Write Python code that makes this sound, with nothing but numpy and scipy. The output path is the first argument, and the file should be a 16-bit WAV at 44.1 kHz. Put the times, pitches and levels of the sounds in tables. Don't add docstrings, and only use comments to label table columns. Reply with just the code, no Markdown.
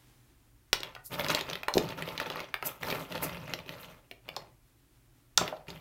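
import sys
import numpy as np
from scipy import signal
from scipy.fft import rfft, irfft, next_fast_len
from scipy.io import wavfile
from scipy.ndimage import map_coordinates

SR = 44100
rng = np.random.default_rng(int(sys.argv[2]) if len(sys.argv) > 2 else 0)


def master_out(mix):
    frames = np.transpose(np.atleast_2d(mix))
    ceiling = np.clip(frames, -1, 1)
    pcm = np.round(ceiling * 32767).astype(np.int16)
    wavfile.write(sys.argv[1], SR, pcm)


N = 256000


# freq_hz, density_db
CRACK_AND_SKIN_SPECTRUM = [(1500, -38.5), (5000, -6.5), (8000, -7), (10200, -5), (12000, 2.5), (15200, 0.5),
                           (16500, -11)]
# start_s, level_db, pitch_hz
SHELL_STRIKES = [(0.7298, -6.5, 4100), (0.8037, -30.5, 4200), (0.832, -21.5, 3600), (0.9501, -32.5, 3140),
                 (1.2456, -23, 3550), (1.2846, -20.5, 4170), (1.3009, -19, 4400), (1.348, -12.5, 3890),
                 (1.3902, -25, 3354), (1.4097, -21, 3370), (1.499, -25, 4170), (1.5314, -21.5, 3330),
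                 (1.5544, -22.5, 2670), (1.6323, -23.5, 2380), (1.6829, -16.5, 2540), (1.7386, -17.5, 4360),
                 (1.7796, -14, 3940), (2.0228, -22.5, 2260), (2.1776, -22, 3260), (2.2001, -18, 2200),
                 (2.3006, -23.5, 3060), (2.4029, -26.5, 2900), (2.541, -16, 2326), (2.6251, -24, 2220),
                 (2.831, -20.5, 1960), (2.9247, -21.5, 2170), (3.1228, -27, 2630), (3.5362, -18, 3320),
                 (3.692, -25.5, 2960), (4.1123, -30.5, 2620), (4.2888, -26, 2520), (4.364, -23.5, 3980),
                 (5.3752, -4.5, 4130), (5.478, -25, 2660), (5.682, -35, 2670)]


def shell_clicks(small_strikes):
    track, t = np.zeros(N), np.arange(SR // 20) / SR
    strikes = list(SHELL_STRIKES) + small_strikes
    for start_s, level_db, pitch_hz in strikes:
        shell = ring(t, pitch_hz, octaves=1.15, skirt_db=17.5, t60_s=.008, count=18)
        burst = rng.standard_normal(len(t)) * amp(-60 * t / .0087)
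        crack = coloured(burst, CRACK_AND_SKIN_SPECTRUM)
        click = amp(level_db - 22) * shell + amp(level_db - 36.5) * crack
        lid_delay_s = .0018 * rng.uniform(.8, 1.2)
        click += amp(-5.5) * np.interp(t - lid_delay_s, t, click, left=0)
        add(track, start_s + .0005, room(click, near_db=-10.5, near_t60_s=.1, far_db=-10.5))
    return track, strikes


# start_s, level_db, pitch_hz
GAP_DROPS = [(0.963, -33, 1370), (1.301, -21.5, 1290), (1.682, -18, 910), (1.755, -18, 427),
             (1.768, -12, 384), (2.301, -28.5, 1010), (2.625, -27, 1294), (2.925, -24, 407),
             (4.365, -28, 839), (5.378, -14.5, 1367), (5.412, -18.5, 658), (5.525, -25.5, 644)]
HEAP_HZ, PITCH_SPREAD_OCT = 620, .3


def cardboard_knocks(strikes):
    track, t = np.zeros(N), np.arange(SR // 20) / SR
    nudges = [(start_s, -25 + .48 * level_db, HEAP_HZ * 2 ** (PITCH_SPREAD_OCT * rng.standard_normal()))
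              for start_s, level_db, _ in strikes]
    soft_onset = 1 - np.exp(-t / .00061)
    for start_s, level_db, pitch_hz in list(GAP_DROPS) + nudges:
        modes = ring(t, pitch_hz, octaves=1.3, skirt_db=15, t60_s=.023, count=12)
        knock = amp(level_db - 17) * soft_onset * modes
        add(track, start_s + .0008, room(knock, near_db=-9.5, near_t60_s=.1, far_db=-7))
    return track + amp(1) * filtered(track, box_response)


# start_s, level_db
FINGERTIP_SKIDS = [(1.066, -44.5), (1.765, -45), (2.664, -35), (3.236, -42), (3.81, -53.5)]
# start_s, length_s, effort_db, floor_press_db, skin_touch_db
HAND_STROKES = [(0.82, 0.061, -51, -8, -25), (1.113, 0.17, -40.5, -3.5, -13),
                (1.28, 0.057, -34, -13, -19.5), (1.379, .18, -46.5, -2.5, -18),
                (1.741, 0.18, -44.5, 2.5, -17), (1.967, 0.18, -45, -4, -16),
                (2.174, 0.24, -41.5, -11, -22.5), (2.63, 0.051, -44, -8.5, -13),
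                (2.812, 0.21, -40, -5.5, -11.5), (3.115, 0.19, -43.5, -1.5, -16),
                (3.316, .28, -48.5, 2.5, -17), (3.66, 0.24, -51.5, -2, -14), (4.246, 0.18, -62, 3, -21),
                (5.388, 0.069, -41.5, -0.5, -17), (5.678, 0.1, -49.5, -1, -15)]


def hand_levels(skid_half_s=.012):
    t = np.arange(N) / SR
    power = np.full((3, N), 1e-14)
    for start_s, length_s, effort_db, press_db, touch_db in HAND_STROKES:
        push = amp(effort_db + stroke_db(t, start_s, length_s))
        power += (push * amp([[0], [press_db], [touch_db]])) ** 2
    for centre_s, level_db in FINGERTIP_SKIDS:
        power[2] += amp(level_db) ** 2 * np.exp(-((t - centre_s) / skid_half_s) ** 2)
    return 10 * np.log10(power)


def jostles(rate_per_s=14, over_effort_db=13.5, spread_db=3.5, shell_hz=2740, max_count=12):
    rows = []
    for start_s, length_s, effort_db, _, _ in HAND_STROKES:
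        times_s = start_s + length_s * rng.random(max_count)
        push_db = effort_db + stroke_db(times_s, start_s, length_s)
        level_db = push_db + over_effort_db + spread_db * rng.standard_normal(max_count)
        pitch_hz = shell_hz * 2 ** (PITCH_SPREAD_OCT * rng.standard_normal(max_count))
        rows += list(zip(times_s, level_db, pitch_hz))[:round(rate_per_s * length_s)]
    return rows


def stroke_db(t, start_s, length_s, attack_s=.035, swell_db=1.5, release_db_per_s=169):
    attack_db = 20 * np.log10(np.clip((t - start_s) / attack_s + .5, 1e-5, 1))
    arch = np.sin(np.pi * np.clip((t - start_s) / length_s, 0, 1)) - 1
    return attack_db + swell_db * arch - release_db_per_s * np.maximum(t - start_s - length_s, 0)


# freq_hz, density_db
GRIND_SPECTRUM = [(130, -32), (220, -7), (265, -2), (300, -5), (373, -5), (559, 0.5), (613, -1),
                  (774, -9.5), (836, -2), (1140, -6), (1310, -2.5), (1490, -9.5), (2600, -8), (7470, -25.5),
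                  (9000, -19), (11700, -64), (19800, -120)]


def shell_grind(level_db, fits):
    slips = grains(rate_per_s=2400, low_hz=251, high_hz=6906, t60_s=.005, scatter_db=4.5)
    grind = amp(level_db - 1 + 3.46 * fits) * coloured(slips, GRIND_SPECTRUM)
    return grind + amp(-5) * filtered(grind, box_response)


def skin_brush(level_db, fits):
    rasp = grains(rate_per_s=1900, low_hz=3945, high_hz=15750, t60_s=.002, scatter_db=1.5)
    return amp(level_db + 3.35 * fits + 1.4 * wobble(110)) * coloured(rasp, CRACK_AND_SKIN_SPECTRUM)


# freq_hz, density_db
BOOM_SPECTRUM = [(20, -33.5), (55, -11.5), (105, -8.5), (140, -2.5), (167, 2), (205, -13.5), (300, -23.5),
                 (600, -64.5)]


def floor_boom(level_db):
    return amp(level_db - 1) * coloured(rng.standard_normal(N), BOOM_SPECTRUM)


# centre_hz, width_hz, gain_db
BOX_MODES = [(141, 22, -9), (165.8, 49, -2.5), (270, 21, -14.5), (383, 45, 1.5), (612, 30, -4),
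             (740, 25, -8), (880, 40, -9.5)]


def box_response(hz):
    return sum(amp(gain_db) * 1j * hz * width_hz / (centre_hz ** 2 - hz ** 2 + 1j * hz * width_hz)
               for centre_hz, width_hz, gain_db in BOX_MODES)


# time_s, level_db
SLEEVE_LEVELS = [(0, -64), (.25, -68), (.45, -73), (.7, -72)]
# freq_hz, density_db
CLOTH_SPECTRUM = [(100, -13), (280, -3.5), (420, -14), (2200, -17.5), (4500, -21.5), (15000, -27)]


def sleeve_rustle():
    level_db = np.interp(np.arange(N) / SR, *np.transpose(SLEEVE_LEVELS))
    return amp(level_db + 1.2 * wobble(20)) * coloured(rng.standard_normal(N), CLOTH_SPECTRUM)


# freq_hz, t60_s
ROOM_DECAY = [(200, .36), (1000, 0.38), (4000, 0.24), (12000, 0.21)]


def room(x, near_db, near_t60_s, far_db):
    t = np.arange(SR // 3) / SR
    hz, frame_s, spectra = signal.stft(rng.standard_normal(len(t)), SR, nperseg=256)
    decay = amp(-60 * frame_s / along(ROOM_DECAY, hz)[:, None])
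    far = signal.istft(spectra * decay, SR, nperseg=256)[1][:len(t)] * (t > .005)
    near = rng.standard_normal(len(t)) * amp(-60 * t / near_t60_s) * (t > .002)
    impulse = amp(near_db) * near / np.linalg.norm(near) + amp(far_db) * far / np.linalg.norm(far)
    impulse[0] = 1
    return signal.fftconvolve(x, impulse)


# freq_hz, density_db
ROOM_TONE_SPECTRUM = [(12, -51), (20, -23.5), (33, -6), (58, -6), (81, -20), (123, -2), (172, -33),
                      (270, -19.5), (301, -17.5), (472, -34), (1260, -35), (4940, -42), (12400, -38),
                      (16000, -40)]


def room_tone(level_db=-63.5):
    return amp(level_db) * coloured(rng.standard_normal(N), ROOM_TONE_SPECTRUM)


def ring(t, centre_hz, octaves, skirt_db, t60_s, count):
    offset = 2 * (np.arange(count) + rng.random(count)) / count - 1
    gain = rng.choice([-1, 1], count) * amp(-skirt_db * np.abs(offset) + rng.normal(0, 1.7, count))
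    hz = centre_hz * 2 ** (octaves * offset)
    return unit(gain @ np.sin(2 * np.pi * hz[:, None] * t) * amp(-60 * t / t60_s))


def grains(rate_per_s, low_hz, high_hz, t60_s, scatter_db, max_count=16000):
    when, pitch, phase, size = rng.random((max_count, 4)).T
    hz = low_hz * (high_hz / low_hz) ** pitch
    active = np.arange(max_count) < rate_per_s * N / SR
    gain = active * np.sqrt(hz) * amp(-scatter_db * np.log(np.maximum(size, .02)))
    k = np.arange(SR // 100)
    tones = np.sin(2 * np.pi * (hz[:, None] * k / SR + phase[:, None]))
    rings = gain[:, None] * tones * amp(-60 * k / SR / t60_s)
    positions = (when * N).astype(int)[:, None] + k
    return np.bincount(positions.ravel(), rings.ravel(), N)[:N]


def amp(db):
    return 10 ** (np.asarray(db) / 20)


def unit(x):
    return x / np.sqrt(np.mean(x ** 2) + 1e-20)


def along(points, hz):
    freq_hz, values = np.transpose(points)
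    return np.interp(np.log(hz + 1), np.log(freq_hz + 1), values)


def wobble(knots_per_s):
    knots = rng.standard_normal(int(N * knots_per_s / SR) + 4)
    return map_coordinates(knots, [np.arange(N) * knots_per_s / SR])


def filtered(x, response):
    size = next_fast_len(2 * len(x))
    return irfft(rfft(x, size) * response(np.fft.rfftfreq(size, 1 / SR)), size)[:len(x)]


def coloured(x, spectrum):
    return unit(filtered(x, lambda hz: amp(along(spectrum, hz))))


def add(track, start_s, sound):
    start = max(round(start_s * SR), 0)
    part = track[start:start + len(sound)]
    part += sound[:len(part)]


def scene():
    clicks, strikes = shell_clicks(jostles())
    knocks = cardboard_knocks(strikes)
    grind_db, boom_db, skin_db = hand_levels()
    fits = wobble(45)
    friction = shell_grind(grind_db, fits) + skin_brush(skin_db, fits)
    stirring = room(friction, near_db=-7, near_t60_s=.06, far_db=-9)[:N] + floor_boom(boom_db)
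    return (clicks + knocks + stirring + sleeve_rustle() + room_tone())[None]


def record(dry, cutoff_hz=16100):
    return filtered(dry[0], lambda hz: 1 / np.sqrt(1 + (hz / cutoff_hz) ** 160))[None]


dry = scene()
out = record(dry)
master_out(out)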